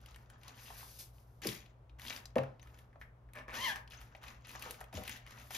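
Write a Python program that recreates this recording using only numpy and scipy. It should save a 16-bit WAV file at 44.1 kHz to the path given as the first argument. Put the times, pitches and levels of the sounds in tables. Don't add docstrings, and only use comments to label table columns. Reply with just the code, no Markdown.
import sys
import numpy as np
from scipy import signal
from scipy.fft import rfft, irfft, next_fast_len
from scipy.io import wavfile
from scipy.ndimage import map_coordinates

SR = 44100
rng = np.random.default_rng(int(sys.argv[2]) if len(sys.argv) > 2 else 0)


def unload_wav(signal):
    wavfile.write(
        sys.argv[1],
        SR,
        np.round(np.clip(np.atleast_2d(signal).T, -1, 1) * 32767).astype(np.int16),
    )


N = 245637
TOP_HZ = 15800


def film(flex_db=-2, crinkle_db=-3.5, slide_db=-1, held_db=-104, clumps_per_s=70, clump_db=3):
    # (start [s], swell [s], hold [s], level [dB])
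    slides = [(0.0, 0.005, 0.22, -79.5), (0.375, 0.1, .04, -73.5), (0.55, 0.082, 0.35, -60),
              (0.766, 0.021, 0.0072, -57.5), (0.983, 0.0086, 0.016, -50.5), (1.126, 0.018, 0.075, -74.5),
              (1.255, 0.028, 0.11, -82), (1.435, 0.02, 0.008, -53), (1.465, 0.004, 0.025, -52.5),
              (1.503, 0.0086, 0.045, -60.5), (1.986, 0.075, 0.098, -57.5), (2.617, 0.038, 0.13, -80),
              (2.78, 0.0037, 0.0055, -74), (2.993, .015, 0.0057, -75), (3.905, .008, 0.029, -69),
              (3.996, 0.011, 0.0071, -67), (4.033, .02, 0.057, -89), (4.212, .02, 0.087, -71),
              (4.472, 0.012, 0.054, -63.5), (4.586, .03, 0.13, -63), (4.926, 0.022, 0.049, -60),
              (5.05, 0.019, 0.067, -61.5), (5.266, 0.15, 0.077, -66.5), (5.505, 0.085, 0.0061, -45.5)]
    # (frequency [Hz], spectral density [dB])
    flex_spectrum = [(70, -40), (170, -2), (400, -9), (750, 0), (1200, 6), (1800, 6), (3500, -37)]
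    crinkle_spectrum = [(500, -57), (1100, -19.5), (1800, 7.5), (2800, 10), (4000, 7), (5500, 7), (7000, 9),
                        (9000, -20), (13500, -7.5), (15800, -16.5)]
    slide_spectrum = [(2000, -1.5), (5000, 7.5), (7500, 4), (10000, 7), (12500, 9.5), (14000, 7.5),
                      (15800, -17)]
    crinkle, flex = bending() + amp(held_db)
    clumps = unit(amp(clump_db * wobble(clumps_per_s)))
    slide = sum(amp(db) * stroke(s, swell, hold, fall_db_per_s=291.5) for s, swell, hold, db in slides)
    low_grains = grains(per_s=1000, hz=760.5, spread=1.277, cycles=5.4, size_db=3)
    low_grains += .5 * rng.standard_normal(N)
    high_grains = grains(per_s=2000, hz=3660, spread=1.056, cycles=2.5, size_db=2)
    high_grains += .32 * friction(per_s=220, rough_db=10.5)
    flexing = amp(flex_db) * flex * np.sqrt(clumps) * coloured(low_grains, flex_spectrum)
    crinkling = amp(crinkle_db) * crinkle * clumps * coloured(high_grains, crinkle_spectrum)
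    sliding = amp(slide_db) * slide * coloured(friction(per_s=500, rough_db=1.5), slide_spectrum)
    return flexing + crinkling + sliding


def bending():
    # (start [s], swell [s], hold [s], crinkle level [dB], flex level [dB])
    grips = [(0.0, 0.0032, 0.2, -69.5, -67), (0.293, 0.0086, 0.058, -73.5, -67),
             (0.406, 0.073, 0.03, -61, -61), (0.56, 0.021, 0.25, -61, -65),
             (0.783, 0.0097, 0.0063, -72, -73), (1.414, 0.026, .005, -45.5, -49),
             (1.462, 0.0034, 0.0064, -46, -84), (1.495, 0.0074, 0.023, -63, -72),
             (1.983, 0.093, 0.072, -52.5, -55.5), (2.61, 0.012, 0.18, -73.5, -68.5),
             (3.895, 0.018, 0.039, -56.5, -62), (3.989, 0.019, 0.17, -72.5, -66.5),
             (4.21, 0.028, 0.064, -57, -58), (4.435, 0.064, 0.16, -56, -60),
             (4.616, 0.033, 0.053, -56.5, -58.5), (4.78, 0.009, 0.018, -67, -61.5),
             (4.923, 0.02, 0.019, -52.5, -55.5), (5.025, 0.059, 0.057, -52, -59),
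             (5.244, 0.058, 0.14, -61.5, -61), (5.499, 0.062, 0.0031, -44, -51.5)]
    return sum(amp([[crinkle_db], [flex_db]]) * stroke(s, swell, hold, fall_db_per_s=173)
               for s, swell, hold, crinkle_db, flex_db in grips)


def grains(per_s, hz, spread, cycles, size_db):
    start, pitch, size = rng.random((int(per_s * N / SR), 3)).T
    ring_hz = np.clip(hz * np.exp(spread * (2 * pitch - 1)), 200, TOP_HZ)[:, None]
    age = np.arange(256)
    periods = ring_hz * age / SR
    strength = amp(size_db * np.minimum(-np.log(1 - size), 4))[:, None]
    waves = strength * np.sin(2 * np.pi * periods) * np.exp(-periods / cycles)
    positions = (start * N).astype(int)[:, None] + age
    return unit(np.bincount(positions.ravel(), waves.ravel(), N)[:N])


def snaps(ring_db=-4, flick_db=-4, crack_db=7, flutter_db=-14, flick_t60=.005):
    # (time
    # [s], level [dB], ring frequency [Hz], relative treble [dB])
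    main_creases = [(0.0607, -45.5, 3000, -10), (0.1446, -48, 2900, -15), (0.1604, -46, 1800, -9.5),
                    (0.3006, -48.5, 1520, -7.5), (0.4333, -48, 2690, -5.5), (0.4807, -41, 3730, -12),
                    (0.578, -52.5, 2700, -15), (1.182, -58.5, 2800, -17), (1.4186, -46, 2230, -3.5),
                    (1.436, -41, 1740, -9.5), (1.447, -38, 1650, -12.5), (1.4703, -25.5, 4700, -6.5),
                    (1.4894, -28.5, 3420, -19), (1.6604, -51, 2600, -21), (1.8955, -54, 2690, -30),
                    (1.9963, -41, 2010, -11), (2.0177, -40.5, 3460, -15), (2.0517, -36.5, 1900, -21.5),
                    (2.0646, -37.5, 2600, -24.5), (2.073, -37.5, 4200, -18.5), (2.082, -34.5, 3280, -17.5),
                    (2.1045, -28.5, 1990, -30.5), (2.126, -36, 2600, -23.5), (2.148, -53.5, 2600, -11),
                    (2.1749, -41, 2100, -20), (2.2557, -37.5, 4870, -19), (2.3569, -33, 2030, -19),
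                    (2.371, -40.5, 1910, -11), (2.3825, -29, 1750, -22), (2.4344, -39.5, 1520, -21.5),
                    (2.596, -50, 2560, -24), (2.6285, -48.5, 1870, -12), (2.6728, -53, 2060, -19),
                    (2.701, -61, 2100, -24), (2.789, -51.5, 2290, -8), (3.3347, -48.5, 2330, -4.5),
                    (3.3545, -43, 1530, -13), (3.4785, -61, 1690, -23), (3.7588, -32, 1420, -16.5),
                    (3.8766, -46.5, 3080, -23), (3.9079, -45, 3160, -21), (3.921, -41.5, 2800, -18),
                    (3.9344, -44.5, 1880, -17), (4.0138, -45, 1900, -13.5), (4.15, -41.5, 2000, -36),
                    (4.2314, -45.5, 1910, -14), (4.2382, -42, 1930, -16), (4.2814, -42.5, 2440, -12),
                    (4.4482, -46, 2860, -32), (4.4574, -48, 2780, -24), (4.4926, -40.5, 2700, -9.5),
                    (4.507, -44, 2500, -16.5), (4.5396, -50, 1860, -10), (4.552, -35.5, 1640, -19),
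                    (4.5955, -46, 4900, -5.5), (4.6233, -37, 2900, -6), (4.7091, -36.5, 2580, 1),
                    (4.7434, -44, 2520, -19), (4.8054, -48.5, 3160, -2), (4.8119, -40, 1820, -8),
                    (4.8414, -48.5, 2000, -10), (4.9277, -46.5, 2430, -10.5), (5.0355, -41.5, 2220, -6),
                    (5.0775, -32.5, 2450, -8.5), (5.082, -42, 2010, -14), (5.0945, -34, 1870, -4.5),
                    (5.121, -47, 1870, -16), (5.1644, -52, 2000, -2), (5.1744, -49.5, 3240, -7),
                    (5.2648, -43.5, 2010, -13.5), (5.2739, -46, 2150, -21), (5.319, -51, 2600, -10),
                    (5.3981, -46, 2600, -11), (5.5069, -36.5, 1840, -11.5), (5.5505, -32.5, 2700, -8.5)]
    out = np.zeros(N)
    for s, db, hz, treble_db in list(main_creases) + lesser_creases():
        flick = amp(flick_db) * ringing([(hz, 0, flick_t60), (1.544 * hz, -4, flick_t60)])
        ring = amp(ring_db) * burst(t60=.029, hz=hz, width_hz=.55 * hz, rise_s=.0008)
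        crack = amp(crack_db + treble_db) * burst(t60=.016, hz=9900, width_hz=7300)
        flutter = amp(flutter_db) * burst(t60=.011, hz=805, width_hz=1200)
        add(out, s, amp(db) * (ring + crack + flutter))
        add(out, s, amp(db) * flick)
    return out


def lesser_creases(per_s=12, over_crinkle_db=6, knee_db=-46, scatter_db=3.5, centre_hz=2370, spread=.57):
    crinkle = bending()[0]
    rows = []
    for when, size, pitch, dullness in rng.random((int(per_s * N / SR), 4)):
        crinkle_db = 20 * np.log10(crinkle[int(when * N)] + 1e-9)
        db = min(crinkle_db + over_crinkle_db, knee_db) + scatter_db * (2 * size - 1)
        hz = centre_hz * np.exp(spread * (2 * pitch - 1))
        rows.append((when * N / SR, db, hz, -27 * dullness))
    return rows


def zipper(rattle_db=-6.5, rasp_db=-9.5, ring_db=-.5, jitter=.016, full_speed_hz=1000, rasp_from_hz=510):
    # (time [s], tooth rate [Hz], whine's share of the power [0-1])
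    run = [(3.35, 180, 0), (3.41, 210, 0), (3.48, 140, 0), (3.525, 200, 0), (3.545, 620, .25),
           (3.57, 920, .15), (3.598, 945, .25), (3.615, 1030, .4), (3.632, 1050, .5), (3.65, 1070, .9),
           (3.68, 930, .92), (3.70, 855, .78), (3.725, 790, .6), (3.75, 760, .05)]
    # (start [s], swell [s], hold [s], level [dB])
    pulls = [(3.344, 0.021, 0.021, -38), (3.475, 0.0078, 0.11, -39.5), (3.598, 0.0045, 0.012, -44),
             (3.62, 0.028, 0.054, -36.5), (3.752, 0.0039, 0.0054, -48.5)]
    # (time [s], opening [0-1])
    gape = [(3.55, 0), (3.76, 1)]
    # (frequency [Hz], bandwidth [Hz], level [dB])
    slider_modes = [(242, 180, -3.5), (580, 86, 4.5), (1100, 215, 3.5), (1746, 265, 11), (2330, 390, 0.5),
                    (3750, 570, -31)]
    shut_modes = [(1740, 110, 0)]
    open_modes = [(1650, 100, 0)]
    # (frequency [Hz], spectral density [dB])
    rasp_spectrum = [(2000, -9), (3500, 8.5), (5000, 6.5), (6500, 5.5), (8500, -3), (12000, 3),
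                     (15800, -8.5)]
    speed, fused = curves(run)
    opening, = curves(gape)
    pull = sum(amp(db) * stroke(s, swell, hold, fall_db_per_s=355) for s, swell, hold, db in pulls)
    pull *= (speed / full_speed_hz) ** .17
    teeth_passed = np.cumsum(speed * (1 + jitter * wobble(300))) / SR
    scrapes = unit(friction(per_s=500, rough_db=-1) * np.exp(-4 * (teeth_passed % 1)))
    pouch_ring = (1 - opening) * unit(resonate(scrapes, shut_modes))
    pouch_ring += opening * unit(resonate(scrapes, open_modes))
    rattle = amp(rattle_db) * unit(unit(resonate(scrapes, slider_modes)) + amp(ring_db) * pouch_ring)
    rasp = amp(rasp_db) * coloured(scrapes, rasp_spectrum) / (1 + (rasp_from_hz / speed) ** 4)
    return pull * (np.sqrt(1 - fused) * rattle + np.sqrt(fused) * whine(speed, teeth_passed) + rasp)


def whine(speed, teeth_passed, scatter_periods=.04, flutter_db=2.3):
    # (frequency [Hz], level [dB])
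    formants = [(600, -4), (800, 1.5), (1000, 1), (1750, 5.5), (2100, 1), (2550, -9), (2900, -1), (3150, 3),
                (3500, -2), (3800, -14), (4150, -8), (4600, -20)]
    orders = np.arange(1, 6)[:, None]
    periods = orders * (teeth_passed + scatter_periods * np.array([wobble(500) for _ in orders]))
    flutter = flutter_db * np.array([wobble(90) for _ in orders])
    strength = amp(along(formants, orders * speed) + flutter)
    harmonics = strength * np.sin(2 * np.pi * periods)
    return np.sqrt(2) * harmonics.sum(0) / np.linalg.norm(strength, axis=0)


def pull_tab(ring_db=-3, scuff_db=3, tick_db=-8, ping_hz=6200, ping_t60=.056):
    # (time [s], level [dB])
    clicks = [(2.93, -67.5), (3.0142, -49.5), (3.289, -69), (3.7603, -72)]
    pings = [(2.617, -61), (3.972, -56.5)]
    # (frequency [Hz], level [dB], t60 [s])
    tab_modes = [(1450, -5, 0.018), (1820, 11, 0.012), (1970, -10, 0.022), (2160, -6, 0.022),
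                 (3130, -14, 0.025), (5140, -15, 0.021)]
    out = np.zeros(N)
    for s, db in clicks:
        add(out, s, amp(db + ring_db) * ringing(tab_modes))
        scuff = amp(scuff_db) * burst(t60=.059, hz=1670, width_hz=550, rise_s=.0045)
        tick = amp(tick_db) * burst(t60=.03, hz=11200, width_hz=10200)
        add(out, s, amp(db) * (scuff + tick))
    for s, db in pings:
        add(out, s, amp(db) * ringing([(ping_hz, 0, ping_t60)]))
    return out


def desk_thump(attack_s=.0022, boom_rise_s=.056, rattle_db=-10):
    # (time [s], level [dB], contact time [s])
    blows = [(2.3575, -41.5, 0.00011), (2.362, -23.5, 0.00051), (2.3824, -33, 0.000034)]
    # (frequency [Hz], level [dB], t60 [s])
    top_modes = [(244, -2.5, 0.077), (435, -18, 0.2), (520, -12.5, 0.13), (534.8, 2, .165), (573, 6, 0.054),
                 (611, -2, 0.097), (667, -3.5, 0.18), (760, -9, 0.22), (809, -10, 0.15), (933, 0, 0.049),
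                 (1035, -5, 0.072), (1167, -1, 0.042), (1810, 2.5, 0.02), (2190, -1, 0.015),
                 (2870, -7, 0.016)]
    sway_modes = [(96.6, -9, 0.2), (132.5, 3.5, 0.23)]
    out, t = np.zeros(N), np.arange(SR // 2) / SR
    for s, db, contact_s in blows:
        response = ringing(top_modes) * (1 - np.exp(-t / attack_s))
        response += ringing(sway_modes) * (1 - np.exp(-(t / boom_rise_s) ** 2))
        add(response, 0, amp(rattle_db) * burst(t60=.43, hz=580, width_hz=1080))
        force = t * np.exp(-4 * t / contact_s)
        add(out, s, amp(db) * signal.fftconvolve(response, force / force.sum())[:len(t)])
    return out


def bumps(t60_at_500_hz=.058, relative_width=.43):
    # (time [s], level [dB], frequency [Hz])
    contacts = [(.484, -51, 710), (.704, -41, 900), (.8294, -44, 1020), (1.449, -42.5, 417),
                (1.4545, -30.5, 350), (1.46, -38.5, 219), (1.475, -42.5, 128), (1.479, -49, 308),
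                (2.957, -48, 720), (4.149, -48.5, 703), (4.552, -41, 980), (4.66, -41, 640),
                (4.672, -43, 790), (4.699, -47, 482), (4.809, -43, 680), (4.929, -43.5, 685),
                (4.94, -42, 161), (4.949, -42, 86.5), (4.975, -37.5, 604), (5.0, -44.5, 700),
                (5.019, -43, 640), (4.985, -43, 224), (5.505, -41, 760)]
    out = np.zeros(N)
    for s, db, hz in contacts:
        t60 = t60_at_500_hz * (500 / hz) ** .32
        add(out, s, amp(db) * burst(t60, hz, relative_width * hz))
    return out


def room(x, t60_scale=1, delay_s=.004):
    # (frequency [Hz], t60 [s])
    decay_times = [(100, 0.63), (300, 0.42), (800, 0.46), (2000, 0.32), (5000, 0.15), (14000, 0.18)]
    hz, t, noise = signal.stft(rng.standard_normal((2, SR // 2)), SR, nperseg=256)
    angle = np.clip(hz / 500, 0, 1)[:, None] * np.pi / 4
    mid, side = np.cos(angle) * noise[0], np.sin(angle) * noise[1]
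    decay = amp(-60 * t / (t60_scale * along(decay_times, hz)[:, None]))
    tail = signal.istft(np.array([mid + side, mid - side]) * decay, SR, nperseg=256)[1]
    delayed = np.pad(x, (int(delay_s * SR), 0))[None]
    return signal.fftconvolve(delayed, tail / np.linalg.norm(tail[0]), axes=1)[:, :N]


def background(rumble_db=-59.5, apart_hz=600):
    # (frequency [Hz], level [dB])
    hum_tones = [(60, -86.5), (120, -63.5)]
    # (frequency [Hz], spectral density [dB])
    rumble_spectrum = [(20, -8.5), (35, -5), (49, 10), (62, 15), (75, -5), (105, 5), (160, -6.5),
                       (300, -14.5), (550, -14.5), (1000, -20.5), (2000, -35.5), (5000, -50.5),
                       (15000, -55)]
    t = np.arange(N) / SR
    hum = sum(amp(db) * np.sqrt(2) * np.sin(2 * np.pi * (hz * t + rng.random())) for hz, db in hum_tones)
    common = rng.standard_normal(N)
    separate = filtered(rng.standard_normal((2, N)), lambda hz: np.minimum(hz / apart_hz, 2))
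    return hum + amp(rumble_db) * coloured(common + separate, rumble_spectrum)


def ports(pair):
    # (frequency [Hz], left over right [dB])
    balance = [(150, 1), (500, 3), (1300, -1), (2400, 5.5), (4500, 7.5), (6300, 10), (7500, -0.5)]
    # (frequency [Hz], phase lead of the left [rad])
    lead = [(100, 0), (500, .3), (1400, 1.7), (2000, .6), (4200, .9), (6200, -.8), (8300, -3.14),
            (11300, -6.2), (13000, -6.4), (15000, -9.3)]
    side = np.array([[.5], [-.5]])
    return filtered(pair, lambda hz: amp(side * along(balance, hz)) * np.exp(1j * side * along(lead, hz)))


def stroke(start, swell, hold, fall_db_per_s, onset_s=.006, swell_db=10.5):
    t = np.arange(N) / SR - start
    db = swell_db * np.clip(t / swell - 1, -1, 0) - fall_db_per_s * np.maximum(t - swell - hold, 0)
    return np.clip(t / onset_s, 0, 1) * amp(db)


def friction(per_s, rough_db):
    return rng.standard_normal(N) * amp(rough_db * wobble(per_s))


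def ringing(modes):
    t = np.arange(SR // 2) / SR
    return sum(amp(db + rng.normal(0, 1) - 60 * t / t60) * np.sin(2 * np.pi * hz * t)
               for hz, db, t60 in modes)


def burst(t60, hz, width_hz, rise_s=0):
    t = np.arange(SR // 3) / SR
    envelope = amp(-60 * t / t60) * np.minimum((t + 1 / SR) / (rise_s + 1 / SR), 1)
    x = resonate(rng.standard_normal(len(t)) * envelope, [(hz, width_hz, 0)])
    x = resonate(x, [(hz, 2 * width_hz, 0)])
    return x / np.abs(x).max()


def resonate(x, modes):
    return filtered(x, lambda f: sum((-1) ** k * amp(db) * 1j * f * bw / (hz * hz - f * f + 1j * f * bw)
                                     for k, (hz, bw, db) in enumerate(modes)))


def coloured(x, spectrum):
    return unit(filtered(x, lambda hz: amp(along(spectrum, hz))))


def filtered(x, response):
    n = x.shape[-1]
    padded = next_fast_len(n + 8192)
    return irfft(rfft(x, padded) * response(np.fft.rfftfreq(padded, 1 / SR)), padded)[..., :n]


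def wobble(per_s):
    return map_coordinates(rng.standard_normal(int(N * per_s / SR) + 4), [np.arange(N) * per_s / SR])


def curves(rows):
    times, *columns = np.transpose(rows)
    return [np.interp(np.arange(N) / SR, times, column) for column in columns]


def along(points, hz):
    knots_hz, values = np.transpose(points)
    return np.interp(np.log(hz + 1), np.log(knots_hz + 1), values)


def add(track, s, x):
    part = track[round(s * SR):][:len(x)]
    part += x[:len(part)]


def amp(db):
    return 10 ** (np.asarray(db) / 20)


def unit(x):
    return x / np.sqrt(np.mean(x ** 2) + 1e-20)


def scene(film_room_db=-4, snap_room_db=-9, zip_room_db=-6, desk_room_db=-10, bump_room_db=-6):
    rustle, cracks = film(), snaps()
    slider = zipper() + pull_tab()
    thump, knocks = desk_thump(), bumps()
    pouch_tail = room(amp(film_room_db) * rustle + amp(snap_room_db) * cracks + amp(zip_room_db) * slider)
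    desk_tail = room(amp(desk_room_db) * thump + amp(bump_room_db) * knocks, t60_scale=.7)
    return ports(rustle + cracks + slider + thump + knocks + pouch_tail + desk_tail + background())


def record(dry):
    return filtered(dry, lambda hz: hz < TOP_HZ)


dry = scene()
out = record(dry)
unload_wav(out)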